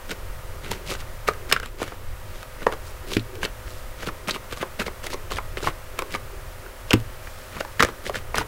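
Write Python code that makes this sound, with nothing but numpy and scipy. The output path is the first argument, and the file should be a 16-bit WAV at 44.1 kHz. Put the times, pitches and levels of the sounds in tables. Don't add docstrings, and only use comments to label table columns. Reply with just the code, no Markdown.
import sys
import numpy as np
from scipy import signal
from scipy.fft import rfft, irfft, next_fast_len
from scipy.io import wavfile
from scipy.ndimage import uniform_filter1d, map_coordinates

SR = 44100
rng = np.random.default_rng(int(sys.argv[2]) if len(sys.argv) > 2 else 0)


def unload_wav(signal):
    wavfile.write(
        sys.argv[1],
        SR,
        np.round(np.clip(np.atleast_2d(signal).T, -1, 1) * 32767).astype(np.int16),
    )


N = 373527

# (frequency [Hz], relative level [dB])
FAN_HISS = [(76, -47), (130, -25), (176, -15), (253, -6.5), (300, -17), (380, -7.5), (444, -13), (522, -12),
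            (664, -7), (765, -9.5), (1290, -7.5), (1520, -9.5), (2010, -12), (2700, -15.5), (4000, -20),
            (7000, -22.5), (16000, -23)]
# (multiple of the shaft rate, average level [dB])
FAN_TONES = [(13, -54), (14, -57), (15, -61), (16, -57.5), (24, -62), (31, -64), (32, -62), (49, -65)]
# (frequency [Hz], relative level [dB])
ROOM_RUMBLE = [(4.7, -52), (8.0, 0.5), (27, -4), (50, -10.5), (65, -12.5), (94, -11), (161, -27),
               (177, -34), (200, -42), (260, -47), (440, -120)]
# (frequency [Hz], time to fall 60 dB [s])
ROOM_DECAY = [(200, 0.34), (1500, 0.16), (10000, 0.075)]
# (time [s], strength [dB], contact length [s])
TABLE_PUSHES = [(.70, -27.5, 0.0068), (3.167, -20.5, 0.0017), (4.078, -34.5, 0.0032), (6.938, -13, 0.0024),
                (7.83, -10, 0.015), (8.062, -40.5, 0.0032)]
# (frequency [Hz], relative level [dB], time to fall 60 dB [s])
TABLE_MODES = [(61.7, -40, 0.16), (113.3, 1.5, 0.25), (212, 0, 0.11), (265, 0.5, 0.13), (318, 10.5, 0.059),
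               (396, 5, 0.072)]
# (start [s], length [s], fastest moment [share of length], level [dB], hiss centre [Hz])
CARD_SLIDES = [(0.083, 0.058, 0.49, -34, 1930), (0.616, 0.22, 0.21, -42, 1740),
               (0.706, 0.053, 0.11, -34.5, 1980), (0.851, 0.12, 0.43, -32, 2400),
               (0.972, 0.05, 0.85, -40.5, 2500), (1.268, 0.049, 0.17, -33.5, 1550),
               (1.487, 0.038, 0.25, -35.5, 2050), (1.516, 0.096, 0.042, -38, 1550),
               (1.599, 0.1, 0.4, -44.5, 1780), (1.772, 0.089, 0.63, -37.5, 1970),
               (1.854, 0.13, 0.11, -46, 1720), (2.193, 0.25, 1, -49.5, 2470),
               (2.59, 0.067, 0.57, -42.5, 1480), (2.664, 0.054, 0.05, -42, 1000),
               (2.716, 0.032, 0.11, -40, 1530), (2.815, 0.12, 0.5, -49.5, 4000),
               (3.062, 0.12, 0.7, -35, 2630), (3.412, 0.051, 0.83, -30, 2380),
               (3.649, 0.26, 0.18, -49.5, 3400), (3.973, 0.082, 0.84, -39, 2090),
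               (4.055, 0.039, 0.46, -33.5, 1910), (4.272, 0.052, 0.3, -27, 2000),
               (4.327, 0.05, 0.52, -35, 1970), (4.492, 0.058, 0.74, -38, 1770),
               (4.561, 0.042, 0.37, -40, 3300), (4.595, 0.045, 0.6, -33, 1530),
               (4.789, 0.049, 0.2, -28, 1730), (4.85, 0.038, 0.48, -36, 1970),
               (5.028, 0.057, 0.25, -36.5, 2460), (5.092, 0.056, 0.89, -35.5, 2660),
               (5.3, 0.054, 0.31, -33.5, 2020), (5.336, .05, 0.96, -34.5, 2500),
               (5.572, 0.031, 0.12, -36.5, 1510), (5.608, 0.1, 0.29, -35, 2430),
               (5.657, 0.057, 0.26, -32.5, 1270), (5.969, 0.051, 0.35, -40.5, 1490),
               (6.093, 0.07, 0.93, -34.5, 2080), (6.873, 0.048, 0.44, -46, 2680),
               (7.195, 0.94, 0.071, -53, 3840), (7.496, 0.13, 0.52, -42, 1400),
               (7.593, 0.025, 0.44, -33, 2030), (7.795, 0.021, 0.53, -22.5, 1630),
               (7.818, 0.096, 0.069, -36, 1620), (8.038, 0.065, 0.42, -36.5, 2510),
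               (8.124, 0.07, 0.51, -33.5, 1840), (8.342, 0.041, 0.9, -30.5, 2000),
               (8.383, 0.054, 0.091, -31.5, 1430)]
# (frequency [Hz], width [Hz], level [dB])
CARD_SURFACE = [(1140, 300, -5), (1600, 250, -9)]
# (frequency [Hz], width [Hz], level [dB])
DECK_BODY = [(160, 253, 22), (460, 67, -10)]
# (frequency [Hz], width [Hz], average level [dB])
STRUCK_DECK = [(200, 110, -13.5), (389, 125, 3), (550, 210, -2)]
# (time [s], card level [dB], card ring [Hz],
# body level against the card [dB], treble level against the card [dB])
CARD_SNAPS = [(0.093, -23, 1610, -8, -7), (0.114, -28, 1580, -5, 8), (0.714, -15, 1070, -7.5, 1.5),
              (0.891, -28, 1010, -21.5, -9), (0.919, -24, 1190, 1.5, -20), (0.949, -22, 1480, -19, -25),
              (1.278, -12, 2300, -15, -7), (1.285, -3, 1240, -13.5, -15), (1.334, -28, 1500, -20, -1),
              (1.492, -28, 1230, -21, -15), (1.513, -10.5, 1510, -21, -11), (1.523, -2, 2760, -30, -12),
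              (1.525, -0.5, 1430, -19, -3), (1.563, -8.5, 1650, -35, -43), (1.598, -21.5, 1500, -14, -2),
              (1.629, -24, 1470, -12, -4), (1.658, -27, 1080, -23, 5), (1.8, -28, 975, -2, -2),
              (1.816, -24, 1260, 8, -3), (1.828, -16.5, 1200, -16, -3), (1.877, -25.5, 1600, -10, -3),
              (1.92, -24.5, 1240, -6, -25), (2.428, -23.5, 1370, -24, -6), (2.618, -31.5, 1530, 4, -15),
              (2.666, -2.5, 1000, -6, -43), (2.723, -19.5, 1460, -6, -5.5), (2.735, -25, 930, -6, -6),
              (3.134, -14.5, 3360, -30, -24), (3.167, -10.5, 2500, -14, -5), (3.194, -22.5, 3830, -22, -20),
              (3.353, -30, 2820, -15, 1), (3.43, -9.5, 1610, -20, -12), (3.449, -10, 2310, -11.5, -21),
              (3.678, -29, 1630, -14, -17), (4.029, -23, 1380, -5, -16), (4.071, -19.5, 1420, -3.5, -2),
              (4.087, -22, 1170, -22, -27), (4.282, -19.5, 1260, -22, -1), (4.294, -8.5, 2120, -26, -9),
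              (4.308, -12.5, 4040, -14, -24), (4.36, -20, 1190, -11, -20), (4.524, -19.5, 1400, -8, -2.5),
              (4.627, -18.5, 1060, -3, -28), (4.793, -21.5, 1450, -1.5, -17), (4.805, -20, 1090, -12, -20),
              (4.864, -19, 2220, -6, -24), (4.879, -18.5, 1130, -6.5, -20), (5.041, -30.5, 935, 1, 5),
              (5.066, -16.5, 2020, -6, 1.5), (5.102, -24.5, 2800, -11, -5), (5.132, -27, 2780, -2, -20),
              (5.141, -24, 1110, 1, 0), (5.318, -19, 1020, -10, 0.5), (5.384, -14, 1100, -20, -19),
              (5.57, -15.5, 2260, -5.5, -18), (5.603, -26, 1130, -16, -5), (5.626, -25.5, 1460, 2, -11),
              (5.641, -18.5, 1250, -29, -23), (5.671, -9, 1150, -32, -34), (5.682, -18.5, 1130, -8, -23),
              (5.989, -12.5, 1160, -13, -1), (6.02, -17, 1130, -9, -9.5), (6.14, -15, 2220, -9.5, -31),
              (6.148, -13.5, 1180, -18, -17), (6.662, -26.5, 1330, -22, -23),
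              (6.906, -4.5, 2870, -14.5, -34), (6.914, -16, 1520, -22, -11), (6.931, -1.5, 2770, -16, -4),
              (6.936, -10, 1130, -6, -1), (7, -35, 1560, -19, 7), (7.271, -28, 2140, -18, -14),
              (7.567, -25, 1060, -30, -15), (7.603, -31, 1430, 7, -16), (7.648, -21.5, 875, -33, -12),
              (7.795, -4, 1700, -37, -27), (7.804, 4, 1700, -26.5, -35), (7.824, 1, 1230, -23, -8),
              (7.83, -6.5, 2250, -7.5, -1), (7.834, -13.5, 1230, -1, 1), (7.847, -9.5, 1980, -7, -1.5),
              (7.886, -26, 1110, -1.5, -2), (8.064, -18, 2080, -6, -20), (8.095, -18.5, 1090, 1.5, -8),
              (8.143, -17, 1640, -21, -24), (8.155, -15.5, 1520, -6.5, -8), (8.343, -9.5, 1200, -13, -28),
              (8.355, -16.5, 1980, -13, 5.5), (8.381, -4.5, 1490, -17, -3.5), (8.411, -15, 1020, -24, -30)]

SHAFT_HZ = 39.03
DIP_START_S, DIP_FALL_S, DIP_RETURN_S, DIP_DB = 1.48, .08, 0.37, -6
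CAMERA_TOP_HZ = 15800
FIZZ_DB, FIZZ_RISE_DB, RUB_BODY_DB, RUB_BODY_LOSS_DB = -18.5, 6, -1, 7
TICK_DB, TICK_HZ, TICK_BODY_DB, TICK_TREBLE_DB = 9.5, 1350, -10, -26.5
CHATTER_S, DRIER = 0.034, 0.19
OVERTONE, OVERTONE_DB = 1.89, -13
EDGE_DB, EDGE_FOLLOWS = -8, 0.17


def amp(db):
    return 10 ** (np.asarray(db) / 20)


def unit(x):
    return x / np.sqrt(np.mean(x ** 2) + 1e-20)


def top(x):
    return x / np.abs(x).max()


def along(points, hz):
    f, v = np.transpose(points)
    return np.interp(np.log(hz + 1), np.log(f + 1), v)


def wobble(rate):
    points = rng.standard_normal(int(N * rate / SR) + 4)
    return map_coordinates(points, [np.arange(N) * rate / SR])


def filtered(x, response):
    m = next_fast_len(x.shape[-1] + 8192)
    hz = np.fft.rfftfreq(m, 1 / SR)
    return irfft(rfft(x, m) * response(hz), m)[..., :x.shape[-1]]


def peak(f, hz, width):
    return 1j * f * width / (hz * hz - f * f + 1j * f * width)


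def peaks(f, rows):
    return sum((-1) ** k * amp(db) * peak(f, hz, width) for k, (hz, width, db) in enumerate(rows))


def add(track, s, sound):
    part = track[round(s * SR):][:len(sound)]
    part += sound[:len(part)]


def fan_tones(t):
    turn = 2 * np.pi * SHAFT_HZ * t + .04 * wobble(2)
    tones = np.zeros(N)
    for multiple, db in FAN_TONES:
        level = np.sqrt(2) * amp(db + 1.2 * wobble(2))
        tones += level * np.sin(multiple * turn)
    return tones


def background_level(t):
    fall = np.clip((t - DIP_START_S) / DIP_FALL_S, 0, 1)
    recovery = np.exp(-np.maximum(t - DIP_START_S - DIP_FALL_S, 0) / DIP_RETURN_S)
    return amp(DIP_DB * fall * recovery)


def air():
    t = np.arange(N) / SR
    hiss = unit(filtered(rng.standard_normal(N), lambda f: amp(along(FAN_HISS, f))))
    rumble = unit(filtered(rng.standard_normal(N), lambda f: amp(along(ROOM_RUMBLE, f))))
    rustle = unit(filtered(rng.standard_normal(N), lambda f: peak(f, 382, 130) ** 2))
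    rustle = rustle * amp(5 * wobble(9))
    fan = amp(-44 + 0.23 * wobble(16)) * hiss + fan_tones(t)
    low = amp(-36 + 2.7 * wobble(3.7)) * rumble + amp(-55) * rustle
    return background_level(t) * (fan + low)


def room(x):
    out, hop = np.zeros(N), SR // 4
    for start in range(0, N, hop):
        hz, t, z = signal.stft(rng.standard_normal(SR // 3), SR, nperseg=256)
        decay = amp(-60 * t / along(ROOM_DECAY, hz)[:, None])
        tail = signal.istft(z * decay, SR, nperseg=256)[1]
        answer = signal.fftconvolve(x[start:start + hop], tail / np.linalg.norm(tail))
        add(out, start / SR + .004, answer)
    return out


def table():
    out, t = np.zeros(N), np.arange(SR // 2) / SR
    ring = sum(amp(db - 60 * t / t60) * np.sin(2 * np.pi * hz * t) for hz, db, t60 in TABLE_MODES)
    for s, db, contact in TABLE_PUSHES:
        push = np.hanning(max(round(contact * SR), 3))
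        add(out, s, amp(db) * np.convolve(ring, push / push.sum()))
    return filtered(out, lambda f: (1j * f / (45 + 1j * f)) ** 2)


def slide(length, share, db, hiss_hz):
    n = round(max(length, .01) * SR)
    octaves = np.log2(hiss_hz / 2000)
    fizz_db = FIZZ_DB + FIZZ_RISE_DB * octaves
    body_db = RUB_BODY_DB - RUB_BODY_LOSS_DB * octaves
    quick_grip = unit(uniform_filter1d(rng.standard_normal(n), size=30))
    slow_grip = unit(uniform_filter1d(rng.standard_normal(n), size=150))
    catches = amp(4.4 * (quick_grip + .4 * slow_grip)) * rng.standard_normal(n)
    rub = unit(filtered(catches, lambda f: (1 + peaks(f, CARD_SURFACE)) * peak(f, hiss_hz, 1.67 * hiss_hz) ** 2))
    fizz = unit(filtered(catches, lambda f: peak(f, 6000, 9000) ** 2))
    body = unit(filtered(catches, lambda f: peaks(f, DECK_BODY)))
    speed = np.interp(np.arange(n) / n, [0, np.clip(share, .03, .97), 1], [0, 1, 0])
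    return amp(db) * speed ** 0.87 * (rub + amp(fizz_db) * fizz + amp(body_db) * body)


def slides():
    out = np.zeros(N)
    for s, *stroke in CARD_SLIDES:
        add(out, s, slide(*stroke))
    return out


def snap(db, ring_hz, body_db, treble_db):
    t = np.arange(SR // 10) / SR
    lead = .005
    release = -np.exp(-((t - lead) / .00004) ** 2)
    crack = amp(-60 * np.abs(t - lead) / .007)
    chatter_s = CHATTER_S * amp(-DRIER * (db + 12.5))
    chatter = 0.58 * np.minimum(t / lead, 1) ** 3 * amp(-60 * np.maximum(t - lead, 0) / chatter_s)
    noise = rng.standard_normal((3, len(t)))
    sharp = 1.75 * release + noise[0] * crack
    card_chatter, edge_chatter = noise[1] * chatter, noise[2] * chatter

    chances = rng.standard_normal(len(STRUCK_DECK))
    held = [(hz, width, level + 3 * chance) for (hz, width, level), chance in zip(STRUCK_DECK, chances)]
    overtone = amp(OVERTONE_DB + EDGE_FOLLOWS * treble_db)

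    def soft(f):
        return 1 / (1 + 1j * f / (1.71 * ring_hz)) ** 2

    def ring(f):
        second = peak(f, OVERTONE * ring_hz, 0.41 * ring_hz) ** 2
        return peak(f, ring_hz, 0.25 * ring_hz) * soft(f) - overtone * second

    def struck(f):
        return ring(f) + 0.2 * peak(f, ring_hz, 1.8 * ring_hz) * soft(f)

    card = top(filtered(sharp, struck) + filtered(card_chatter, ring))
    body = top(filtered(sharp + card_chatter, lambda f: peaks(f, held) * soft(f)))
    edge = top(filtered(sharp + 0.14 * edge_chatter, lambda f: peak(f, 3310, 3300) ** 2))
    tick = top(filtered(sharp + 1.03 * release + 0.12 * edge_chatter, lambda f: peak(f, 4550, 10000) ** 2))
    edge_db = EDGE_DB + EDGE_FOLLOWS * treble_db
    return amp(db) * (card + amp(body_db) * body + amp(edge_db) * edge + amp(treble_db) * tick)


def snaps():
    out = np.zeros(N)
    for s, *sound in CARD_SNAPS:
        add(out, s - .003, snap(*sound))
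    for s, length, share, db, _ in CARD_SLIDES:
        when, (size, pitch) = rng.random(), rng.standard_normal(2)
        moment = share + 0.6 * (when - share)
        tick_db = db + TICK_DB + 3 * size
        tick_hz = TICK_HZ * np.exp(.2 * pitch)
        add(out, s + moment * length, snap(tick_db, tick_hz, TICK_BODY_DB, TICK_TREBLE_DB))
    return out


def scene():
    cards = slides() + snaps()
    return (air() + amp(-15) * room(cards) + table() + cards)[None]


def record(dry):
    rounded = dry / (1 + np.abs(dry / .98) ** 6) ** (1 / 6)
    return filtered(rounded, lambda hz: hz < CAMERA_TOP_HZ)


dry = scene()
out = record(dry)
unload_wav(out)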